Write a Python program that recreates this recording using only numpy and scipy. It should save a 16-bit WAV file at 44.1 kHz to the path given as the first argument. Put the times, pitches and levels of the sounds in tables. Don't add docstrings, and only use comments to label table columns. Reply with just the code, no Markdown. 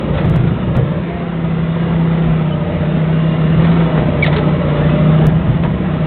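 import sys
import numpy as np
from scipy import signal
from scipy.fft import rfft, irfft, next_fast_len
from scipy.io import wavfile
from scipy.ndimage import uniform_filter1d, map_coordinates

SR = 44100
rng = np.random.default_rng(int(sys.argv[2]) if len(sys.argv) > 2 else 0)


def wav_out(sig):
    wavfile.write(sys.argv[1], SR, np.round(np.clip(np.atleast_2d(sig).T, -1, 1) * 32767).astype(np.int16))


N = 267422

# (time [s], level [dB], brightness [dB/octave])
ROAD_BUMPS = [(0.247, -8, 3), (.28, -9.5, 4), (.308, -5.5, 4), (.367, -6.5, 3), (.398, -7.5, 2.5),
              (0.44, -7.5, 3), (.517, -7.5, 5.5), (.678, -11.5, 4), (.762, -5.5, 2.5), (0.785, -5.5, 3),
              (2.282, -16, -18), (3.561, -11, -2), (3.993, -9, 1.5), (4.387, -12.5, 13), (5.274, -6, -5.5),
              (5.47, -11.5, 2.5), (5.489, -4, -0.5), (5.677, -8, 1)]
# (frequency [Hz], level [dB])
STEEL_SPECTRUM = [(60, -70.5), (250, -8.5), (420, -0.5), (700, 1.5), (1200, 0), (1500, -1.5), (1900, -1.5),
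                  (2700, -6.5), (3700, -5.5), (4600, -10.5), (6000, -73)]
# (frequency [Hz], width [Hz], boost [dB])
PANEL_MODES = [(1243, 36, 3.5), (1337, 80, 5), (1630, 47, 2), (1826, 21, 6), (1997, 130, 4), (2220, 56, 2),
               (2620, 56, 1.5), (2866, 26, 7), (3160, 240, -0.5)]


def hum(speed, shaft, load_db):
    # (time [s], depth [dB], half width [s])
    dips = [(.02, 9.5, 0.061), (0.62, 11.5, 0.12), (1.05, 4.5, .12), (2.68, 9.5, 0.096), (3.9, 11, 0.026),
            (4.14, 14.5, 0.024), (4.6, 16, 0.036), (5.47, 10, 0.088), (5.809, 15.5, 0.06)]
    order = 5
    t = np.arange(N) / SR
    dip_db = sum(db * np.exp(-((t - s) / width) ** 2) for s, db, width in dips)
    cab = resonance(order * speed, centre=160.2, width=15.3)
    waver_db = 1.1 * wobble(9) + 0.84 * wobble(30)
    level_db = -13.4 + 0.75 * load_db - dip_db + waver_db
    return amp(level_db) * cab * tone(order * shaft + 0.0051 * wobble(27))


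def engine(shaft, load_db):
    # (order [x shaft rate], relative level [dB])
    orders = [(1, -21), (2, -6), (3, -11), (4, -15), (4.5, -11), (5.5, -12), (6, -7), (7, -9.5),
              (7.5, -11.5), (8, -9.5), (10, -9.5), (10.5, -13), (11, -9.5), (12, -10), (12.5, -14.5),
              (14, -15.5), (15, -9.5), (16, -16.5)]
    # (frequency [Hz], level [dB])
    block_spectrum = [(80, -26), (170, 1), (240, 5), (295, -1), (345, 0), (430, -3.5), (520, -4),
                      (620, -8.5), (800, -19.5), (1400, -41)]
    # (frequency [Hz], level [dB])
    clatter_spectrum = [(300, -24), (700, 0.5), (1000, -0.5), (1250, -4.5), (1500, -7), (1950, -8),
                        (2500, -11.5), (3050, -14), (3600, -15), (4500, -23)]
    drone = amp(-27 + load_db) * shaft_tones(orders, shaft, flutter_db=2.5, drift=0.07, rate=9)
    block = amp(-24.5 + load_db) * patchy(noise(block_spectrum), depth_db=-0.5)
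    block *= firings(shaft, scatter_db=2, sharpness=0.18)
    clatter = patchy(noise(clatter_spectrum, peaks=PANEL_MODES), depth_db=2.5)
    clatter *= firings(shaft, scatter_db=0.5, sharpness=0.097)
    return drone + block + amp(-28.5 + 0.94 * load_db) * clatter


def chassis():
    # (time [s], relative level [dB])
    roughness = [(0.0, -20.5), (0.15, -21.5), (0.4, -20), (.6, -25), (1.2, -29.5), (2.0, -28), (2.36, -27),
                 (2.6, -31.5), (3.3, -29.5), (3.6, -22.5), (3.95, -28), (4.94, -26.5), (5.18, -23.5),
                 (5.3, -18.5), (5.52, -22.5), (6.06, -25.5)]
    # (frequency [Hz], level [dB])
    rumble_spectrum = [(8, -54), (22, -33), (38, -22), (56, -3.5), (80, -1.5), (108, -6.5), (130, -1),
                       (175, -1), (215, -12), (320, -26), (800, -65)]
    # (frequency [Hz], level [dB], decay time [x base_t60_s])
    frame_modes = [(53, -14.5, 1.9), (64.7, -11, 0.52), (99, -4.5, 0.37), (124.7, 0, 1.3), (145.1, -3, 1.6),
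                   (193.7, -4.5, 0.76), (259, -17.5, 0.48), (363, -16.5, 0.53), (446.3, -18, 0.41)]
    base_t60_s = 0.18
    road_db, = curves(roughness)
    rumble = amp(road_db + 2.5) * noise(rumble_spectrum)
    t = np.arange(SR // 2) / SR
    soft_tyre = 1 - np.exp(-t / 0.0028)
    thumps = np.zeros(N + len(t))
    hz, mode_db, decay = np.transpose(frame_modes)[:, :, None]
    for s, db, tilt in ROAD_BUMPS:
        strength = amp(mode_db + tilt * np.log2(hz) + 2 * rng.standard_normal(hz.shape))
        pitch = hz * (1 + 0.015 * rng.standard_normal(hz.shape))
        ring = strength * tone(pitch * t) * np.exp(-np.log(1000) * t / (base_t60_s * decay))
        thump = soft_tyre * ring.sum(axis=0) / np.linalg.norm(strength)
        thumps[round(s * SR):][:len(t)] += amp(db) * thump
    return rumble + thumps[:N]


def boom(speed, shaft):
    # (order [x shaft rate], frequency [Hz], width [Hz], level in tune [dB])
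    resonances = [(3, 90, 5, -25), (4, 132, 4, -31), (5.5, 165, 7, -25), (6, 184, 8, -20.5),
                  (10, 340, 8, -31.5), (15, 516, 11, -39), (16, 478, 12, -34.5), (18, 526, 11, -30),
                  (20, 692, 14, -32)]
    return sum(amp(db + 2 * wobble(22)) * resonance(order * speed, hz, width)
               * tone(order * shaft + 0.06 * wobble(14)) for order, hz, width, db in resonances)


def gears(shaft):
    # (time [s], gain [dB])
    swell = [(0, -31), (.24, -27.5), (.34, -34), (.62, -32), (.72, -31.5), (.98, -31), (1.1, -35),
             (2.45, -33), (2.53, -28), (2.92, -26.5), (3.05, -29), (3.85, -29), (3.93, -24.5), (4.55, -26),
             (4.7, -24), (5.25, -24), (5.3, -29.5), (5.85, -32.5), (6.06, -27)]
    # (order [x shaft rate], relative level [dB])
    mesh_orders = [(18.5, -9.5), (19, -12), (19.5, -4), (20, -10), (20.5, -5.5), (21, -10)]
    whine_db, = curves(swell)
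    mesh = shaft_tones(mesh_orders, shaft, flutter_db=2, drift=0.11, rate=13)
    return filtered(amp(whine_db) * mesh, lambda hz: resonance(hz, centre=590.6, width=70))


def mast_rattle():
    # (time [s], level [dB], t60 [s], brightness [dB/octave])
    hits = [(.04, -25.5, 0.028, -4.5), (0.141, -28, 0.46, -1), (.176, -22.5, 0.41, -2),
            (.245, -21, 0.12, -5), (0.339, -24.5, .08, -2), (.357, -21.5, 0.082, -4),
            (.47, -23, 0.15, -5.5), (0.75, -25.5, 0.14, -1), (.775, -22, 0.089, -8),
            (3.421, -22, 0.018, -7), (3.646, -25, 0.22, 0.5), (3.715, -23, .12, -1.5),
            (3.765, -22.5, .14, -5), (3.958, -20.5, 0.12, -5), (3.977, -16, 0.233, -7.5),
            (4.24, -20, 0.11, 8), (4.263, -16, 0.097, 4), (4.281, -13, 0.08, -10), (4.328, -20, .17, -0.5),
            (4.363, -19.5, .09, 7), (4.384, -15.5, 0.065, -0.5), (5.219, -20, 0.22, -10),
            (5.466, -22.5, .1, -5.5), (5.635, -17, 0.083, -3.5), (5.648, -17.5, 0.094, -5.5),
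            (5.658, -15, 0.067, -12)]
    # (frequency [Hz], width [Hz], boost [dB])
    modes = [(460, 23, 5.5), (645, 21, 5.5), (940, 33, 7.5), (1390, 84, 5.5), (1750, 50, 4.5),
             (1980, 87, 6), (2580, 76, 3)]
    return sum(amp(db) * blow(s, t60, attack=0.00013) * noise(STEEL_SPECTRUM, tilt, modes)
               for s, db, t60, tilt in hits)


def mast_squeak():
    # (time [s], pitch [Hz], level [dB])
    path = [(4.221, 2190, -45), (4.226, 2260, -14), (4.231, 2300, -10.5), (4.238, 2230, -13.5),
            (4.242, 2120, -25), (4.246, 2010, -16), (4.249, 1900, -25), (4.252, 1830, -18),
            (4.259, 1790, -38)]
    # (frequency [Hz], level [dB])
    rasp_spectrum = [(2400, -29), (3200, -0.5), (3800, 0), (4600, -14.5)]
    hz, db = curves(path)
    t = np.arange(N) / SR
    slipping = (t > path[0][0]) & (t < path[-1][0])
    squeak = amp(db + 0.97 * wobble(299.4)) * tone(np.cumsum(hz) / SR + 0.03 * wobble(460))
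    rasp = amp(db - 14) * noise(rasp_spectrum)
    return slipping * (squeak + rasp)


def forks():
    # (time [s], pitch [Hz], level [dB], t60 [s])
    clangs = [(.786, 460, -19.5, 0.21), (4.365, 421, -17, 0.27), (5.492, 289, -21.5, .16),
              (5.643, 961, -23, .13)]
    t = np.arange(N) / SR
    return sum(amp(db) * blow(s, t60, attack=0.004) * tone(hz * t + 0.04 * wobble(64))
               for s, hz, db, t60 in clangs)


def chatter(load_db):
    ticks_per_s = 5
    draws = rng.random((round(ticks_per_s * N / SR), 2))
    ticks = sum(amp(-34 + 2 * size) * blow(when * N / SR, t60=0.1, attack=0.0005) for when, size in draws)
    ticks *= amp(load_db) * noise(STEEL_SPECTRUM, tilt=-1.1, peaks=PANEL_MODES)
    shakes = sum(amp(db - 20) * blow(s, t60=0.13, attack=0.0035) for s, db, _ in ROAD_BUMPS)
    return ticks + shakes * noise(STEEL_SPECTRUM, tilt=-9.5, peaks=PANEL_MODES)


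def mast_whistles():
    # (start [s], end [s], pitch [Hz], level [dB])
    notes = [(2.509, 2.553, 3010, -29), (3.088, 3.658, 2810, -43), (3.555, 3.88, 1342, -38.5)]
    t = np.arange(N) / SR
    whistles = np.zeros(N)
    for start, end, hz, db in notes:
        fade = np.clip(np.minimum(t - start, end - t) / 0.033, 0, 1)
        whistles += fade * amp(db + 1.3 * wobble(24.96)) * tone(hz * t + 0.096 * wobble(62))
    return whistles


def clicks():
    # (time [s], peak level [dB])
    snaps = [(.243, -42), (.256, -30), (.2985, -21.5), (.3625, -21), (.768, -21), (4.2452, -26),
             (5.055, -42), (5.2689, -11.5), (5.483, -47)]
    crackle_count, crackle_s, crackle_db = 4, 0.016, -30
    spikes = np.zeros(N)
    for s, db in snaps:
        delay, size = rng.random((2, crackle_count))
        spikes[((s + crackle_s * delay) * SR).astype(int)] = amp(db + crackle_db) * size
        spikes[round(s * SR)] = amp(db)
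    return signal.lfilter([1], [1, -np.exp(-1 / (SR * 0.00004))], spikes)


def intake(shaft, load_db):
    # (frequency [Hz], level [dB])
    spectrum = [(1200, -29.5), (2300, 0), (3700, -2), (4600, -11)]
    return amp(-44.5 + 1.8 * load_db) * noise(spectrum) * firings(shaft, scatter_db=0.5, sharpness=0.45)


def firings(shaft, scatter_db, sharpness):
    stroke = (2 * shaft).astype(int)
    strength = amp(scatter_db * rng.standard_normal(stroke[-1] + 1))
    return unit(strength[stroke] * np.exp(-sharpness * (2 * shaft % 1)))


def shaft_tones(orders, shaft, flutter_db, drift, rate):
    return sum(amp(db + flutter_db * wobble(rate))
               * tone(order * shaft + rng.random() + drift * wobble(rate)) for order, db in orders)


def patchy(x, depth_db):
    bands = signal.stft(x, nperseg=1024)[2]
    swell = uniform_filter1d(rng.standard_normal(bands.shape), size=2, axis=0)
    swell = uniform_filter1d(swell, size=16, axis=1)
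    return unit(signal.istft(bands * amp(depth_db * unit(swell)), nperseg=1024)[1][:N])


def noise(spectrum, tilt=0, peaks=()):
    def response(hz):
        boost_db = sum(db / (1 + (2 * (hz - centre) / width) ** 2) for centre, width, db in peaks)
        return amp(along(spectrum, hz) + tilt * np.log2(hz + 1) + boost_db)
    return unit(filtered(rng.standard_normal(N), response))


def blow(s, t60, attack):
    t = np.maximum(np.arange(N) / SR - s, 0)
    return (1 - np.exp(-t / attack)) * np.exp(-np.log(1000) * t / t60)


def tone(cycles):
    return np.sqrt(2) * np.sin(2 * np.pi * cycles)


def resonance(hz, centre, width):
    return 1 / np.hypot(1, 2 * (hz - centre) / width)


def filtered(x, response):
    size = next_fast_len(N + SR // 2)
    return irfft(rfft(x, size) * response(np.fft.rfftfreq(size, 1 / SR)), size)[:N]


def wobble(rate):
    return map_coordinates(rng.standard_normal(int(N * rate / SR) + 4), [np.arange(N) * rate / SR])


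def curves(rows):
    s, *columns = np.transpose(rows)
    return [np.interp(np.arange(N) / SR, s, column) for column in columns]


def along(points, hz):
    knots_hz, db = np.transpose(points)
    return np.interp(np.log(hz + 1), np.log(knots_hz), db)


def amp(db):
    return 10 ** (np.asarray(db) / 20)


def unit(x):
    return x / np.sqrt(np.mean(x ** 2) + 1e-20)


def scene():
    # (time [s], shaft rate [turns/s])
    revs = [(0, 29), (.1, 28.9), (.2, 29.3), (.3, 33.3), (.42, 33.8), (.55, 33), (.65, 31), (.77, 29.2),
            (.97, 29.6), (1.06, 33.9), (1.15, 34.8), (1.3, 33.7), (1.5, 32.6), (1.72, 32.9), (1.88, 33.6),
            (2.0, 32.9), (2.12, 33), (2.35, 32.1), (2.62, 30), (2.78, 29.8), (2.95, 31.4), (3.18, 32.1),
            (3.48, 31.7), (3.7, 33.3), (3.82, 33.2), (4.0, 31.2), (4.16, 29.7), (4.28, 29.9), (4.46, 30.7),
            (4.66, 29.6), (4.82, 30), (5.02, 31), (5.25, 31.4), (5.45, 32.6), (5.66, 32.7), (5.8, 31),
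            (6.06, 31.5)]
    # (time [s], level [dB])
    effort = [(0.0, -29.5), (0.69, -31.5), (1.1, -31), (1.4, -32), (1.7, -31), (1.87, -29), (2.15, -28.5),
              (2.55, -31), (2.85, -29), (3.0, -29), (3.5, -28), (3.62, -26), (3.8, -25), (3.9, -27),
              (4.15, -28), (4.4, -26), (4.6, -28), (4.75, -26), (5.03, -26), (5.25, -26.5), (5.29, -30),
              (5.67, -31), (6.06, -30)]
    cruise_db = -29
    speed, = curves(revs)
    load_db = curves(effort)[0] - cruise_db
    shaft = np.cumsum(speed) / SR
    drive = hum(speed, shaft, load_db) + engine(shaft, load_db) + gears(shaft) + intake(shaft, load_db)
    frame = boom(speed, shaft) + chassis()
    steel = mast_rattle() + mast_squeak() + mast_whistles() + forks() + chatter(load_db)
    return (drive + frame + steel)[None]


def record(dry):
    # (frequency [Hz], level [dB])
    roll_off = [(3600, 0), (4000, -7), (4300, -16), (4600, -29), (5000, -44), (5600, -70)]
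    hiss_spectrum = [(4500, -7.5), (8000, -3.5), (12000, -14), (16000, -16)]
    top_hz = 15870
    rounded = dry[0] / (1 + np.abs(dry[0]) ** 8) ** (1 / 8)
    dull = filtered(rounded, lambda hz: amp(along(roll_off, hz)))
    hiss = amp(-81) * noise(hiss_spectrum)
    return filtered(dull + clicks() + hiss, lambda hz: hz < top_hz)[None]


dry = scene()
out = record(dry)
wav_out(out)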